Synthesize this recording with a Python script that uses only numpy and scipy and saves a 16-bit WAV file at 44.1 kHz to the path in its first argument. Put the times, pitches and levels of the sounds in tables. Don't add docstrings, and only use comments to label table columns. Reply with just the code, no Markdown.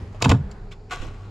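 import sys
import numpy as np
from scipy import signal
from scipy.io import wavfile
from scipy.ndimage import uniform_filter1d

SR = 44100
rng = np.random.default_rng(int(sys.argv[2]) if len(sys.argv) > 2 else 0)


def unload_audio(sound):
    columns = np.transpose(np.atleast_2d(sound))
    steps = np.round(np.clip(columns, -1, 1) * 32767)
    wavfile.write(sys.argv[1], SR, steps.astype(np.int16))


def volts(x):
    e = np.asarray(x, float) / 20
    return 10 ** e


N = 57330

# t/s, street level/dB, engine hum level/dB
TRAFFIC = [(0, 6.5, -37), (.12, 1.5, -39.5), (.17, 2.5, -42), (.45, 2.5, -44), (.62, -1.5, -50),
           (.8, -4.5, -43.5), (.88, -4.5, -42.5), (.97, -1, -44), (1.06, 4, -42.5), (1.2, -1.5, -39),
           (1.3, 2, -42)]


def level(x, db):
    return x * volts(db) / np.sqrt(np.mean(x ** 2))


def ring(x, hz, width_hz):
    r = np.exp(-np.pi * width_hz / SR)
    b = [(1 - r * r) / 2, 0, (r * r - 1) / 2]
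    a = [1, -2 * r * np.cos(2 * np.pi * hz / SR), r * r]
    return signal.lfilter(b, a, x)


def ring_twice(x, hz, width_hz):
    return ring(ring(x, hz, width_hz), hz, width_hz)


def highpass(x, hz):
    return signal.sosfilt(signal.butter(2, hz, "high", fs=SR, output="sos"), x)


def walk(rate_hz):
    k = int(SR / rate_hz)
    steps = np.repeat(rng.standard_normal(N // k + 1), k)
    return 1.44 * uniform_filter1d(uniform_filter1d(steps, k), k)[:N]


def body(x, modes):
    impulse = np.eye(1, 4096)[0]
    tap = sum((-1) ** k * volts(db) * ring(impulse, hz, w) for k, (hz, w, db) in enumerate(modes))
    return signal.fftconvolve(x, tap / np.sqrt(np.sum(tap ** 2)))[:N]


def ping(t, start_s, hz, t60_s):
    since = t - start_s
    return (since > 0) * np.sin(2 * np.pi * hz * since) * 1000. ** (-np.abs(since) / t60_s)


def glide(t, s, hz, db):
    fade_s = 0.0075
    outside_s = np.clip(s[0] - t, 0, 9) + np.clip(t - s[-1], 0, 9)
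    env = volts(np.interp(t, s, db)) * np.exp(-outside_s / fade_s)
    return np.sqrt(2) * env * np.sin(2 * np.pi * np.cumsum(np.interp(t, s, hz)) / SR)


def street(t):
    # f/Hz, density/dB per Hz
    street_spectrum = [(13, -25), (22, -2), (69, -10.5), (107, -5.5), (130, -15), (195, -18.5),
                       (237, -21.5), (1470, -37.5), (15000, -72.5)]
    f, density_db = np.array(street_spectrum).T
    out = 0
    for hz in 24 * 2 ** np.arange(0, 9.3, 1 / 3):
        mid, side = (ring_twice(rng.standard_normal(N), hz, hz / 3) for _ in range(2))
        db = np.interp(np.log(hz), np.log(f), density_db) + 1.85 * walk(9.67)
        side_share = np.clip(hz / 2150, .04, .6)
        out = out + volts(db) * (mid + side_share * side * np.array([[1], [-1]]))
    s, street_db, _ = np.array(TRAFFIC).T
    return level(out, -40) * volts(np.interp(t, s, street_db))


def engine(t):
    # f/Hz, width/Hz, level/dB
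    hum_lines = [(31.38, 3.7, -47.5), (193, 3.5, -60), (410.3, 82, -54), (780, 200, -60), (4530, 1600, -72),
                 (7020, 780, -79.5)]
    hum = 0
    for hz, width_hz, db in hum_lines:
        hum = hum + level(ring_twice(rng.standard_normal(2 * N), hz, width_hz)[N:], db)
    s, _, hum_db = np.array(TRAFFIC).T
    tone_hz = 99.4 * (1 + 0.012 * walk(8.52))
    tone = np.sin(2 * np.pi * np.cumsum(tone_hz) / SR)
    return hum + np.sqrt(2) * volts(np.interp(t, s, hum_db)) * tone


def swing(t):
    centre_s, spread_s = 0.52, 0.14
    noise = rng.standard_normal((2, N)) + 2 * rng.standard_normal(N)
    air = ring_twice(noise, 1490, 530)
    return level(air, -57.5) * np.exp(-((t - centre_s) / spread_s) ** 2)


def floor_sag(t):
    sag = (.355, .475, 105, 55, -28, -33)
    return glide(t, sag[:2], sag[2:4], sag[4:])


def van_bumps(t):
    # t/s, f/Hz, level/dB, T60/s
    knocks = [(0.014, 72, -32, 0.43), (.555, 28.05, -35.5, 2.4), (.2555, 262, -14, 0.19),
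              (.3185, 263, -14, 0.15), (0.34, 205, -32, 0.5), (.2635, 213, -20, .1),
              (.244, 170, -26.5, .08), (.43, 195, -34, .4), (.52, 192, -42, .9), (.305, 185, -20, .15)]
    # t/s, f/Hz, level/dB, T60/s
    stop_knocks = [
        (1.0, 24, -24, 0.29),
        (1.003, 73, -40, .1),
        (1.022, 45, -31, .12),
        (1.043, 60, -33, .1),
    ]
    rise_s, stop_s, stop_pan_db = 0.005, .95, -7
    out = 0
    for s, hz, db, t60_s in [*knocks, *stop_knocks]:
        pan_db = stop_pan_db * (s > stop_s) * np.array([[.5], [-.5]])
        rise = np.clip((t - s) / rise_s, 0, 1)
        out = out + volts(db + pan_db) * rise * ping(t, s, hz, t60_s)
    return out


def panel_boom(t):
    # f/Hz, level/dB, T60/s
    panel_modes = [(69, -19, 0.25), (112.8, -13, 0.16), (139.1, -5.5, 0.25), (198, -2, 0.059),
                   (259, -10.5, 0.12), (376.3, -1, 0.11)]
    # t/s, level/dB
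    pushes = [(0.215, -47), (0.2229, -21), (0.2405, -51), (0.246, -24), (0.2575, -17), (0.267, -14.5),
              (0.285, -12), (0.2946, -15), (0.3013, -19), (0.3142, -12.5), (0.318, -10.5), (.329, -15),
              (0.339, -20), (1.006, -47), (1.047, -45)]
    push_s = 0.0013
    push = sum(volts(db) * np.exp(-((t - s - push_s) / push_s) ** 2) for s, db in pushes)
    tap = sum(volts(db) * ping(t, 0, hz, t60_s) for hz, db, t60_s in panel_modes)
    return highpass(signal.fftconvolve(push / (push_s * SR), tap)[:N], 85)


def seal_whoop(t):
    # t/s, f/Hz, level/dB
    whoop = [(0.23, 110.8, -17), (0.251, 122.9, -32.5), (0.266, 135.2, -12.5), (0.286, 107.5, -53),
             (0.302, 74.1, -10.5), (0.328, 87.7, -14), (0.351, 127.4, -10.5), (0.377, 145, -27.5),
             (0.413, 141.7, -22.5)]
    return glide(t, *np.array(whoop).T)


def snaps_and_ticks(t):
    # t/s, f/Hz, level/dB, T60/s
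    snaps = [(0.257, 990, -13, 0.028), (0.2574, 2640, -18.5, 0.019), (.2590, 848, -17, 0.034),
             (0.3163, 1056, -20, 0.053), (.3170, 695, -19.5, 0.047), (.146, 620, -37.5, 0.044),
             (.213, 1190, -26, .025), (.2265, 1150, -22, .025), (.2570, 1400, -22, 0.022),
             (.2235, 707, -20, .03), (0.2233, 447, -28, 0.062), (.2245, 3780, -22, .025),
             (0.224, 2900, -21.5, 0.021), (0.226, 4240, -27, .02), (.2270, 2270, -27, 0.022),
             (.2450, 1035, -20, 0.032), (.2465, 2100, -24, 0.035), (.2440, 2600, -27, 0.045),
             (0.2947, 2440, -21.5, 0.036), (0.3, 2920, -24.5, .04), (.2950, 3360, -26, 0.022),
             (.3000, 1052, -23.5, .04), (.3125, 1962, -20.5, 0.028), (.3120, 780, -21.5, 0.043),
             (.3140, 1523, -23, 0.04), (0.3161, 2555, -23, 0.028), (.3260, 428, -25, 0.1)]
    # t/s, f/Hz, level/dB, T60/s
    ticks = [(.5135, 4480, -43, 0.016), (.5135, 7330, -45, .02), (.506, 685, -47, 0.038),
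             (.7255, 3500, -41.5, 0.027), (.716, 2250, -44, .05), (.722, 5200, -48, .03),
             (1.023, 500, -38, .12), (1.027, 281, -36, .1), (1.030, 180, -40, .08), (1.026, 1130, -44, .12),
             (0.94, 690, -45, .08), (1.058, 310, -42.5, 0.095), (1.047, 400, -43, 0.055)]
    pings = sum(volts(db) * ping(t, s, hz, t60_s) for s, hz, db, t60_s in [*snaps, *ticks])
    side = np.roll(ring(pings, 1250, 700), 11)
    return pings + .6 * side * np.array([[-1], [1]])


def chatter():
    clicks_per_s, scatter_db = 3500, 3
    clicks = rng.standard_normal(N) * (rng.random(N) < clicks_per_s / SR)
    clicks = clicks * volts(scatter_db * np.minimum(rng.exponential(size=N), 2))
    return level(clicks, -4) + 0.5 * rng.standard_normal(N)


def hinge_rubs(t, clicks, slip_gain):
    # start t/s, hold/s, release/s, bright level/dB, dull level/dB
    rubs = [(0.71, 0.025, 0.0047, -51, -57), (0.716, 0.0091, 0.0078, -54, -59),
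            (0.894, 0.0096, .004, -53, -48.5), (0.906, 0.037, 0.016, -38, -35.5),
            (0.966, 0.045, 0.035, -48, -45), (1.012, 0.02, 0.035, -47, -51.5),
            (1.073, .05, 0.028, -61.5, -51), (1.137, .12, 0.037, -61, -54.5)]
    # t/s, level/dB
    slips = [(.9092, -23.5), (0.912, -23.5), (0.9153, -21.5), (0.9187, -18.5), (0.9202, -22), (.9216, -24),
             (.9242, -18.5), (0.9255, -22.5), (.9270, -21.5), (0.9289, -21.5), (.9312, -22), (.9324, -20),
             (0.9349, -19.5), (.9388, -23), (0.9451, -25), (.9503, -26.5), (.9533, -27), (0.9603, -27.5),
             (0.7122, -44), (0.7163, -43.5), (.7265, -41.5), (.7290, -40)]
    # f/Hz, width/Hz, level/dB
    rub_bright = [(1960, 450, 5), (2820, 576, 6.5), (3530, 450, 3), (4144, 395, 1), (5400, 850, -4.5),
                  (6380, 460, -2.5), (7200, 820, -5.5), (9440, 2500, -21), (10250, 3200, -21.5),
                  (12800, 3000, -21.5)]
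    rub_dull = [(366.6, 44, -2), (699, 50, 1), (1130, 70, 3.5), (1400, 82, 2), (1563, 140, -4),
                (520, 60, -5)]
    attack_s = .003
    rub = np.zeros((2, N))
    for s, hold_s, release_s, *dbs in rubs:
        attack = np.clip((t - s) / attack_s, 0, 1)
        release = np.exp(-np.clip(t - s - hold_s, 0, 9) / release_s)
        rub += volts(dbs)[:, None] * attack * release * clicks
    for s, db in slips:
        rub[:, int(s * SR)] += volts(db + np.array([4.5, 10])) * slip_gain
    return body(rub[0], rub_bright) + body(rub[1], rub_dull)


def latch_hits(t, clicks):
    # t/s, top level/dB, middle level/dB, dull level/dB, chatter decay/s
    hits = [(0.128, -57, -65, -69, 0.0061), (.146, -60, -54, -43.5, 0.014), (.203, -52, -49, -42, 0.0068),
            (0.214, -53, -42, -28, 0.01), (.219, -29.5, -26.5, -48, 0.0047),
            (0.223, -18.5, -21, -17.5, 0.0037), (0.242, -30.5, -24.5, -19, 0.0074),
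            (0.2462, -28.5, -23.5, -23, 0.0052), (0.2568, -41, -34.5, -13.5, 0.0031),
            (.265, -52, -41.5, -28.5, 0.014), (0.282, -46, -46, -30, 0.012),
            (0.2933, -23, -22.5, -20.5, 0.0048), (0.2982, -34.5, -23, -19, 0.0071),
            (0.3137, -31, -25, -16, 0.0057), (0.318, -39, -37, -26, 0.0028), (0.33, -55, -51, -30, 0.014),
            (0.34, -69, -51, -36, 0.014), (0.505, -64, -57, -48, 0.0022), (0.5137, -48, -51, -70, 0.0075),
            (0.959, -40, -41, -38, 0.0011), (1.049, -54.5, -71, -39, 0.0083),
            (1.068, -48, -50, -54, 0.0016), (1.183, -66, -69, -44, 0.0066)]
    # f/Hz, width/Hz, level/dB
    top_modes = [(4240, 620, -5.5), (4760, 225, 7), (5260, 660, 1.5), (7160, 780, 3), (7870, 840, -1.5),
                 (8700, 1340, -8), (9940, 1100, -14), (12350, 1700, -13.5)]
    middle_modes = [(2150, 174, 0.5), (2604, 176, 1.5), (2985, 245, 2), (3410, 550, -2.5),
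                    (3865, 270, -1.5)]
    dull_modes = [(457, 24, 2.5), (695, 99, -1.5), (885, 75, 1), (990, 43, -0.5), (1060, 81, -1.5),
                  (1280, 135, -5), (1443, 77, -6.5), (1730, 180, -10), (352, 103, -1)]
    hit = np.zeros((3, N))
    for s, *dbs, decay_s in hits:
        env = (t >= s) * np.exp(-np.abs(t - s) / decay_s) * clicks
        env[int(s * SR) + 1] += volts(10)
        hit += volts(dbs)[:, None] * env
    return sum(body(x, modes) for x, modes in zip(hit, [top_modes, middle_modes, dull_modes]))


def van_tail(x):
    k = np.arange(SR // 3) / SR
    noise = rng.standard_normal(len(k)) * 1000. ** (-k / 0.19)
    return signal.fftconvolve(x, level(noise, -15.5) / np.sqrt(len(k)))[:N]


def latch_and_hinge(t):
    clicks = chatter()
    other_clicks = chatter() + 0.2 * clicks
    near = latch_hits(t, clicks) + hinge_rubs(t, clicks, 0.86)
    other = latch_hits(t, other_clicks) + hinge_rubs(t, other_clicks, 0.52)
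    side = volts(-10) * highpass(np.roll(other, 9) + 0.4 * np.gradient(other), 874)
    door = near + van_tail(near) + np.array([[-1], [1]]) * (side + .5 * van_tail(near))
    stop_pan_db = 2.5 * np.exp(-((t - 1.03) / 0.19) ** 2)
    return door * volts(stop_pan_db / 2 * np.array([[1], [-1]]))


def scene():
    t = np.arange(N) / SR
    outside = street(t) + engine(t)
    panel = floor_sag(t) + van_bumps(t) + panel_boom(t) + seal_whoop(t) + snaps_and_ticks(t)
    panel = panel * volts(np.array([[-.25], [.25]]))
    return outside + swing(t) + panel + latch_and_hinge(t)


def low_pass(x):
    return signal.sosfilt(signal.butter(12, 15530, fs=SR, output="sos"), x)


def record(dry):
    mic = signal.sosfilt(signal.butter(4, 11350, fs=SR, output="sos"), dry)
    mix = signal.sosfilt(signal.ellip(8, .2, 70, 15500, fs=SR, output="sos"), mic)
    return low_pass(mix)


dry = scene()
out = record(dry)
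unload_audio(out)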